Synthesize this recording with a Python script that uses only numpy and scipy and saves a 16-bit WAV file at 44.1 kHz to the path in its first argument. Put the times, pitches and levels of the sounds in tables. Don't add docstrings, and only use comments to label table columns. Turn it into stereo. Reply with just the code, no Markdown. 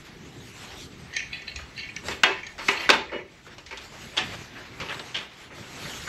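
import sys
import numpy as np
from scipy import signal
from scipy.fft import rfft, irfft, next_fast_len
from scipy.io import wavfile
from scipy.ndimage import uniform_filter1d, map_coordinates

SR = 44100
rng = np.random.default_rng(int(sys.argv[2]) if len(sys.argv) > 2 else 0)


def digitize_waveform(pressure):
    field = np.atleast_2d(pressure).T
    bounded = np.clip(field, -1, 1)
    quanta = np.round(bounded * 32767).astype(np.int16)
    wavfile.write(sys.argv[1], SR, quanta)


N = 268392
TIME_S = np.arange(N) / SR

# time_s [s], deep_db [dB], low_db [dB]
RUMBLE_LEVELS = [(0.0, -57, -51), (0.3, -58, -44.5), (0.55, -58, -46.5), (0.72, -56, -51),
                 (0.9, -56, -49.5), (1.9, -57, -51), (2.5, -61, -51.5), (3.1, -52.5, -51),
                 (3.35, -63, -52.5), (3.75, -55, -54), (4.4, -56, -46.5), (4.8, -60, -49.5),
                 (5.1, -64, -48.5), (5.4, -58, -50.5), (5.8, -60, -48), (6.09, -50, -47)]
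# middle_s [s], length_s [s], deep_db [dB], low_db [dB]
THUMPS = [(1.598, 0.17, -44.5, -51), (2.117, 0.22, -48, -39.5), (2.885, 0.14, -51, -54),
          (3.163, 0.14, -66, -56), (4.044, 0.27, -56, -66), (4.356, 0.26, -58, -60),
          (4.821, 0.11, -59, -42), (5.613, 0.081, -63, -46)]
# middle_s [s], length_s [s], level_db [dB], pitch_hz [Hz]
FLOOR_BUMP = (2.5, 1, -58, 33)
# frequency_hz [Hz], density_db [dB per Hz]
DEEP_SPECTRUM = [(12, -39), (20, -14), (43, 3.5), (81, 6.5), (100, -16), (130, -39), (220, -120)]
LOW_SPECTRUM = [(47, -31), (80, -9.5), (129, -4), (333, -12.5), (365, -10.5), (500, -19.5), (650, -52),
                (1100, -120)]

# time_s [s], level_db [dB]
STIR_LEVELS = [(0.0, -50.5), (0.9, -51.5), (1.9, -49.5), (2.5, -52), (3.1, -59.5), (3.45, -55), (3.81, -50),
               (4.37, -43.5), (4.8, -55.5), (5.32, -51.5), (5.42, -46), (5.49, -53), (5.66, -52),
               (6.09, -41.5)]
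# middle_s [s], length_s [s], body_db [dB], sheen_db [dB]
SWISHES = [(0.53, 0.5, -68, -50.5), (0.665, 0.38, -46, -49.5), (0.816, 0.18, -60, -42.5),
           (2.109, 0.21, -41.5, -41), (2.684, 0.28, -57, -40.5), (2.815, 0.48, -39.5, -48.5),
           (2.94, 0.13, -49, -46), (3.51, 0.13, -49, -78), (4.033, 0.32, -69, -48),
           (4.348, 0.028, -39.5, -69), (4.567, 0.98, -48, -75), (4.974, 0.92, -45, -49.5),
           (5.596, 0.23, -50.5, -50.5), (5.79, 0.42, -44, -45), (5.962, 0.54, -57, -40)]
# frequency_hz [Hz], density_db [dB per Hz]
BODY_SPECTRUM = [(180, -27), (300, -1.5), (494, -2), (775, 0), (919, -2), (977, -1.5), (2100, 0.5),
                 (4310, -8), (5500, -13), (7150, -20), (12100, -120)]
SHEEN_SPECTRUM = [(2060, -4.5), (3500, 0.5), (5450, -3.5), (7770, -4.5), (9430, -21), (11400, -12.5),
                  (13900, -23.5), (15100, -41), (15500, -38)]
STIR_SHEEN_DB = -5.5
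SHAKE_DB, SHAKE_RISE_S, SHAKE_T60_S = -31, 0.0022, 0.57

# start_s [s, full level reached], hold_s [s],
# low_rings_db [dB], middle_rings_db [dB], upper_rings_db [dB]
SLIDES = [(1.108, 0.42, -49.5, -58, -62), (1.33, 0.019, -45, -51, -55), (1.474, 0.024, -54, -50, -51),
          (1.769, 0.03, -51, -49, -47), (1.806, 0.032, -48, -57, -53), (2.33, 0.017, -38, -42, -73),
          (2.732, 0.13, -40.5, -40.5, -48), (3.088, 0.079, -40.5, -63, -66)]
# pitch_hz [Hz], width_hz [Hz], strength_db [dB]
HOOK_MODES = [(1820, 130, 3.5), (1978, 59, 6), (2210, 240, 5.5), (2487, 75, 4.5), (2754, 75, 9),
              (2965, 68, 5.5), (3106, 250, 5.5), (3440, 150, 1), (3987, 99, -1.5), (4260, 120, -0.5),
              (4590, 130, -5.5), (5700, 860, -7), (6410, 300, -2.5)]
LOW_RINGS, MIDDLE_RINGS = HOOK_MODES[:3], HOOK_MODES[3:8]
UPPER_RINGS, TOP_RINGS = HOOK_MODES[8:11], HOOK_MODES[11:]
# frequency_hz [Hz], density_db [dB per Hz]
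SCRATCH_SPECTRUM = [(1200, -33), (2000, 3), (3400, 8), (4800, -10), (7000, -53)]
SCRATCH_DB = -7
SLIDE_ATTACK_S, SLIDE_FADE_DB_PER_S = 0.018, 155

# touch_s [s], level_db [dB], upper_rings_db [dB], top_rings_db [dB],
# strongest_ring_hz [Hz], after_rattle_and_room_db [dB over the blow]
CLINKS = [(1.129, -25.5, -20, -25, 1810, 1), (1.1365, -22.5, -15, -12, 1890, 2),
          (1.149, -22, -23, -22, 1880, 3), (1.161, -25.5, -7, -15, 2080, -3),
          (1.1657, -8, -18, -9, 2270, -5.5), (1.1912, -17.5, -20, -15, 2520, -5),
          (1.203, -18.5, -20, -28, 2240, -20), (1.225, -25, -22, -28, 2020, -10),
          (1.3301, -16, -11.5, -34, 2575, -0.5), (1.4195, -28.5, -27, -13, 1930, -9),
          (1.4776, -21.5, -1, -23, 2600, -6), (1.5601, -20, -12, -6, 2550, -5.5),
          (1.7761, -21.5, -9, -15.5, 2710, 1), (1.7918, -24.5, -4, -23, 2740, -11),
          (1.796, -23, -19, -19, 2200, -15), (1.829, -23, -28, -25, 2210, 0),
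          (1.833, -26.5, -14, -20, 3180, -7), (1.845, -28, -16, -32, 2220, -5),
          (1.855, -25, -23, -23, 2230, -18), (1.888, -20.5, -28, -34, 2280, -11),
          (1.897, -31, -26, -30, 1850, -3), (1.964, -16.5, -39, -7.5, 2230, -10.5),
          (2.4319, -21.5, -31.5, -17, 2220, -1), (2.4673, -22.5, -12, -7, 2240, -9),
          (2.733, -23, -9, -21, 2420, -6), (2.774, -17.5, -8, -25, 2650, -10),
          (2.797, -20, -11, -23, 2450, -4), (2.806, -19, -15, -18, 2480, -10),
          (2.838, -29, -22, -20, 2860, -8), (2.858, -22.5, -24, -25, 1960, -6)]
# touch_s
# [s], level_db [dB], shelf_thud_db [dB], treble_db [dB], # brightest_hz [Hz], after_rattle_and_room_db [dB over
CLACKS = [(1.5908, -28.5, -19, -23, 1580, -3), (2.031, -44.5, 1, -19, 1660, 9.5),
          (2.085, -20, -7.5, -4, 1840, -1), (2.113, -22.5, -28, -10, 2700, 0.5),
          (2.2352, 2, -25.5, -13.5, 1590, -6), (2.582, -31.5, -14.5, -8, 1310, 11),
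          (2.59, -28, -15, -11, 2150, 4), (2.6847, -8, -22, -11, 2320, -4),
          (2.6876, -6, -17.5, -17, 2430, -5), (2.892, -3.5, -10, -11.5, 1420, -0.5),
          (2.9022, -0.5, -20.5, -6.5, 3640, -6.5), (3.118, -33.5, 0, -17, 1854, 8),
          (3.1358, -29, -6, -19, 2013, 4), (3.1579, -33, 2, -31, 2110, -2.5),
          (3.467, -37, -8, -11, 1530, -2), (3.583, -35.5, -10.5, -2, 2670, -1.5),
          (3.6638, -37, -37, 1, 2010, 0.5), (3.7106, -28, -15, -10, 2350, 4),
          (3.728, -26, -16, -15, 2300, -5), (3.774, -33.5, -21, 1.5, 3380, 1.5),
          (4.1682, -22, -15.5, -7, 2960, 4), (4.1739, -15, -21.5, -3.5, 2800, 0),
          (4.1798, -9, -34, -13, 3330, -3.5), (4.189, -17, -27, -13, 2680, -2),
          (4.22, -23.5, -28, -18, 2300, -6), (4.554, -37.5, -24, -30, 1610, 11.5),
          (4.8016, -25.5, -12, -6, 2330, 5.5), (4.815, -25.5, -10, -15, 3300, 0.5),
          (4.8874, -24.5, -16, -22, 2750, 3.5), (4.8957, -22, -13, -16, 3200, -6),
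          (4.905, -23.5, -18, -15, 1740, 3), (4.915, -22, -26, -28, 3170, -16),
          (4.926, -23, -13, -14, 1760, -9), (4.945, -32, -16, -4, 4200, -18),
          (4.9957, -24.5, -18, -18, 4100, -6), (4.998, -29.5, -16, -14, 1510, -4),
          (5.1452, -21, -47, -14, 3000, 2), (5.1491, -19, -34, -14, 2900, -6),
          (5.1546, -15.5, -50, -16, 3140, -4), (5.1664, -20, -30, -9, 3280, -2),
          (5.1731, -22, -35, -10, 2700, -6), (5.186, -23.5, -23, -10, 3540, -3),
          (5.505, -37, -10.5, -24, 1990, 7), (5.583, -38.5, -3, -15, 2200, -3),
          (5.6278, -37.5, -11, -12, 2750, 4), (5.8545, -28, -13, -13, 2000, 1.5),
          (5.9365, -27.5, -42, -15, 2610, -6), (6.0708, -34, -13, -9, 1490, 16)]
# pitch_hz [Hz], width_hz [Hz], strength_db [dB]
ARM_MODES = [(892, 85, 5), (1038, 60, 6), (1220, 370, 0.5)]
SHELF_MODES = [(251, 130, -6), (348, 46, 2), (395.4, 31.4, 3.5), (488, 25.5, -0.5), (575.6, 40, -1)]
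WIRE_MODES = [(327, 25, 4.5), (389, 11.6, 13.5), (479, 14, -0.5), (580, 38, 3.5), (662, 19, 2),
              (748, 8.9, 5.5), (830, 9.3, -17), (1010, 6.1, 6), (1150, 12, -3), (1180, 26, -6),
              (1244, 37, -1), (1370, 14, -15), (1576, 49, 2), (1752, 15, 13), (1833, 16, 5),
              (1986, 14.6, 12.5), (2204, 8.6, 9), (2450, 20, 15), (2610, 39, 5.5), (2745, 10, 8),
              (2894, 21, 10), (3250, 22, 3), (3540, 66, 1.5), (4200, 120, -1), (4410, 65, 0)]
# frequency_hz [Hz], level_db [dB]
CRACK_SPECTRUM = [(900, -40), (1500, 14), (2200, 20.5), (3000, 16), (4000, -28), (6000, -56)]
EDGE_SPECTRUM = [(2500, -2), (3700, 8.5), (5500, 5.5), (7000, -1), (9000, -12), (12000, -31), (16000, -39)]
CLINK_RISE_S, CLINK_T60_S = 0.000791, 0.017
CLACK_RISE_S, CLACK_T60_S = 0.001172, 0.031
SOFTENING = 0.15
TOUCH, GRAIN_DB = 0.3, 4.5
LOAD_SHIFT, TOP_SHIFT = 0.004, 0.025
CRACK_HZ = 2400
CRACK_FOLLOW, AWAY_FOLLOW = 0.13, 0.53
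EDGE_DRIER_DB = 2
ARMS_DB, ARMS_FOLLOW = 3, 0.49
WIRES_DB, AWAY_WIRES_DB = -1, -4.5
LEAVE_ROD_S = 3.3
SHUDDER_DB, SHUDDER_ARMS_DB, SHUDDER_T60_S = -30, -2.5, 0.56

# frequency_hz [Hz], t60_s [s]
BEDROOM_T60 = [(300, 0.42), (1500, 0.3), (4000, 0.31), (10000, 0.23)]
# frequency_hz [Hz], side_over_mid_db [dB]
SPREAD_WIDTH = [(60, -30), (120, -15.5), (240, -8), (480, -6.5), (950, -9), (1900, -17.5), (3800, -8.5),
                (6000, -2.5), (7800, -2), (9400, 14.5), (11400, 4), (15000, 13)]
HIT_WIDTH = [(60, -26), (290, -55), (640, -26), (1400, -24.5), (3100, -16), (5000, -4), (7000, -3.5),
             (9400, 13), (15000, 16)]
# frequency_hz [Hz], density_db [dB per Hz]
HISS_SPECTRUM = [(2500, -30), (5000, 6), (8000, -9), (12000, -30), (15500, 12)]
SMALL_HZ, TOP_HZ = 208, 15680


def amp(db):
    return 10 ** (np.asarray(db) / 20)


def unit(x):
    return x / np.sqrt(np.mean(x ** 2, axis=-1, keepdims=True) + 1e-20)


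def along(points, hz):
    f, v = np.transpose(points)
    return np.interp(np.log(hz + 1), np.log(f + 1), v)


def curves(rows):
    s, *columns = np.transpose(rows)
    return [np.interp(TIME_S, s, column) for column in columns]


def wobble(rate):
    knots = rng.standard_normal(int(N * rate / SR) + 4)
    return map_coordinates(knots, [TIME_S * rate])


def swell(middle, length):
    return np.cos(np.pi * np.clip((TIME_S - middle) / length, -.5, .5)) ** 2


def together(*gains):
    return np.sqrt(sum(g ** 2 for g in gains))


def filtered(x, response):
    n = x.shape[-1]
    m = next_fast_len(n + SR // 10)
    return irfft(rfft(x, m) * response(np.fft.rfftfreq(m, 1 / SR)), m)[..., :n]


def modes(table, spread_db=0, shift=0):
    hz, width, db = np.transpose(table)
    gains = amp(db + spread_db * rng.standard_normal(len(hz)))
    centres = hz * (1 + shift * rng.standard_normal(len(hz)))

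    def response(f):
        return sum((-1) ** k * g * 1j * f * w / (c * c - f * f + 1j * f * w)
                   for k, (c, w, g) in enumerate(zip(centres, width, gains)))
    return response


def patchy(depth_db):
    z = signal.stft(rng.standard_normal((2, N)), nperseg=512)[2]
    field = rng.standard_normal(z.shape[1:])
    field = uniform_filter1d(uniform_filter1d(field, size=6, axis=0), size=10, axis=1)
    return signal.istft(z * amp(depth_db * field / field.std()), nperseg=512)[1][:, :N]


def coloured(x, spectrum):
    return unit(filtered(x, lambda hz: amp(along(spectrum, hz))))


def after_clacks(clacks, level_db, t60):
    gains = []
    for s, db, *_ in clacks:
        t = np.clip(TIME_S - s, 0, None)
        gains.append(amp(db + level_db - 60 * t / t60) * (1 - np.exp(-t / SHAKE_RISE_S)))
    return gains


CHATTER = wobble(90)


def rumble():
    deep_db, low_db = curves(RUMBLE_LEVELS)
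    deep_gain = together(amp(deep_db), *(amp(db) * swell(s, length) for s, length, db, _ in THUMPS))
    low_gain = together(amp(low_db), *(amp(db) * swell(s, length) for s, length, _, db in THUMPS))
    deep = deep_gain * amp(2.0 * wobble(9.3)) * coloured(patchy(0.88), DEEP_SPECTRUM)
    s, length, db, hz = FLOOR_BUMP
    deep[0] += amp(db) * swell(s, length) * np.sin(2 * np.pi * hz * TIME_S)
    low_wobble_db = 2.03 * wobble(6) + 1.46 * wobble(13)
    return deep + low_gain * amp(low_wobble_db) * coloured(patchy(1.5), LOW_SPECTRUM)


def coats():
    stir_db, = curves(STIR_LEVELS)
    shaken = after_clacks(CLACKS, SHAKE_DB, SHAKE_T60_S)
    body_strokes = [amp(db) * swell(s, length) for s, length, db, _ in SWISHES]
    sheen_strokes = [amp(db) * swell(s, length) for s, length, _, db in SWISHES]
    body_gain = together(amp(stir_db), *shaken, *body_strokes)
    sheen_gain = together(amp(stir_db + STIR_SHEEN_DB), *sheen_strokes)
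    crinkle = wobble(30)
    body_crinkle = amp(1.2 * crinkle + 0.37 * wobble(150))
    sheen_crinkle = amp(1.42 * crinkle + 0.4 * wobble(320))
    body = body_gain * body_crinkle * coloured(patchy(1.6), BODY_SPECTRUM)
    sheen = sheen_gain * sheen_crinkle * coloured(patchy(3.5), SHEEN_SPECTRUM)
    return body + sheen


def slides():
    grit = patchy(2.2) * amp(2.5 * wobble(200) + 0.8 * wobble(25))
    wires = modes(WIRE_MODES)
    rings = []
    for table in (LOW_RINGS, MIDDLE_RINGS, UPPER_RINGS):
        hook = modes(table)
        rings.append(unit(filtered(grit, lambda f: hook(f) ** 2 * (1 + 0.95 * wires(f)))))
    rings[1] = rings[1] + amp(SCRATCH_DB) * coloured(grit, SCRATCH_SPECTRUM)
    out = np.zeros((2, N))
    for s, hold, *levels in SLIDES:
        attack = np.clip((TIME_S - s) / SLIDE_ATTACK_S + 1, 0, 1) ** 2
        fade = amp(-SLIDE_FADE_DB_PER_S * np.clip(TIME_S - s - hold, 0, None))
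        out += attack * fade * sum(amp(db) * ring for db, ring in zip(levels, rings))
    return out


def room_tail(size):
    hz, t, z = signal.stft(rng.standard_normal((2, size)), SR, nperseg=128)
    decay = amp(-60 * t / along(BEDROOM_T60, hz)[:, None])
    tail = signal.istft(z * decay, SR, nperseg=128)[1][:, :size]
    tail *= np.clip((np.arange(size) / SR - .004) / 0.0045, 0, 1)
    start = rng.integers(len(CHATTER) - size)
    tail *= amp(1.66 * CHATTER[start:start + size])
    return tail / np.linalg.norm(tail, axis=1, keepdims=True)


def strike(out, s, layers, rise, t60, room_db):
    size = SR // 2
    t = np.arange(size) / SR
    grains = rng.standard_normal((2, size)) * amp(GRAIN_DB * rng.standard_normal(size))
    rattle = grains * (1 - np.exp(-t / max(rise, .0003))) ** 2 * amp(-60 * t / max(t60, .005))
    rattle *= 1 + 2.3 * amp(-60 * t / 0.0061)
    touch = TOUCH * np.linalg.norm(rattle, axis=1, keepdims=True) * [.5, 1, .5]
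    rattle[:, round(rise * SR):][:, :3] += touch
    tail = room_tail(size) * np.linalg.norm(rattle, axis=1, keepdims=True)
    sound = np.zeros((2, size))
    for db, ring, *drier_db in layers:
        blow, wet = filtered(np.array([rattle, tail]), ring)
        blow *= np.linalg.norm(wet, axis=1, keepdims=True) / np.linalg.norm(blow, axis=1, keepdims=True)
        crest = 3.59 * np.linalg.norm(wet[0]) / np.sqrt(SR * (rise + t60 / 7))
        sound += amp(db) / crest * (blow + amp(room_db - sum(drier_db)) * wet)
    return out + np.pad(sound, ((0, 0), (round((s - rise) * SR), N)))[:, :N]


def treble_edge(f):
    return amp(along(EDGE_SPECTRUM, f))


def clinks():
    out = np.zeros((2, N))
    for s, db, upper_db, top_db, ring_hz, room_db in CLINKS:
        low = modes(LOW_RINGS + MIDDLE_RINGS, spread_db=7.0)
        upper = modes(UPPER_RINGS, spread_db=3.0)
        top = modes(TOP_RINGS, spread_db=2.5, shift=TOP_SHIFT)
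        own = modes([(ring_hz, 150, 0)])
        wires = modes(WIRE_MODES, spread_db=5.0, shift=LOAD_SHIFT)
        layers = [(db - 5.5, lambda f: low(f) ** 2),
                  (db - 6.5, lambda f: low(f) * wires(f)),
                  (db - 2.0, lambda f: own(f) ** 2),
                  (db + upper_db + 4.0, lambda f: upper(f) ** 2),
                  (db + top_db + 0.5, lambda f: top(f) ** 2),
                  (db + top_db + 1.5, treble_edge)]
        out = strike(out, s, layers, CLINK_RISE_S * amp(-SOFTENING * db), CLINK_T60_S, room_db)
    return out


def clacks():
    out = np.zeros((2, N))
    for s, db, thud_db, treble_db, bright_hz, room_db in CLACKS:
        away = s > LEAVE_ROD_S
        stretch = (CRACK_HZ / bright_hz) ** (AWAY_FOLLOW if away else CRACK_FOLLOW)
        own = modes([(bright_hz, 0.32 * bright_hz, 0)])
        arms, shelf = modes(ARM_MODES), modes(SHELF_MODES, spread_db=0.5)
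        wires = modes(WIRE_MODES, spread_db=5.5, shift=LOAD_SHIFT)
        layers = [(db - 3.0, lambda f: amp(along(CRACK_SPECTRUM, f * stretch))),
                  (db - 8.0, lambda f: own(f) ** 2),
                  (db + treble_db + 4.0, treble_edge, EDGE_DRIER_DB),
                  (db + ARMS_DB + ARMS_FOLLOW * thud_db, lambda f: arms(f) / (1 + (f / 2500) ** 4)),
                  (db + thud_db + 12.0, lambda f: shelf(f) / (1 + (f / 1200) ** 4)),
                  (db + WIRES_DB + AWAY_WIRES_DB * away, wires)]
        out = strike(out, s, layers, CLACK_RISE_S * amp(-SOFTENING * db), CLACK_T60_S, room_db)
    return out


def shudder():
    at_rod = [clack for clack in CLACKS if clack[0] < LEAVE_ROD_S]
    gain = together(*after_clacks(at_rod, SHUDDER_DB, SHUDDER_T60_S))
    shelf_modes, arm_modes = modes(SHELF_MODES), modes(ARM_MODES)
    shelf = unit(filtered(patchy(2.6), lambda f: shelf_modes(f) ** 2))
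    arms = unit(filtered(patchy(2.6), lambda f: arm_modes(f) ** 2))
    return gain * (shelf + amp(SHUDDER_ARMS_DB) * arms)


def scene():
    spread = rumble() + coats()
    near = slides() + clinks() + clacks() + shudder()
    near = filtered(near, lambda hz: (1j * hz / (SMALL_HZ + 1j * hz)) ** 2)
    mid = near[0] + spread[0]
    near_side = filtered(near[1], lambda hz: amp(along(HIT_WIDTH, hz)))
    spread_side = filtered(spread[1], lambda hz: amp(along(SPREAD_WIDTH, hz)))
    side = near_side + spread_side
    return np.array([(mid + side) * amp(-0.32), (mid - side) * amp(-0.57)])


def record(dry):
    mid, side = coloured(rng.standard_normal((2, N)), HISS_SPECTRUM) * amp([[-80], [-68]])
    wet = dry + np.array([mid + side, mid - side])
    soft = wet / (1 + np.abs(wet) ** 8) ** (1 / 8)
    return filtered(soft, lambda hz: hz < TOP_HZ)


dry = scene()
out = record(dry)
digitize_waveform(out)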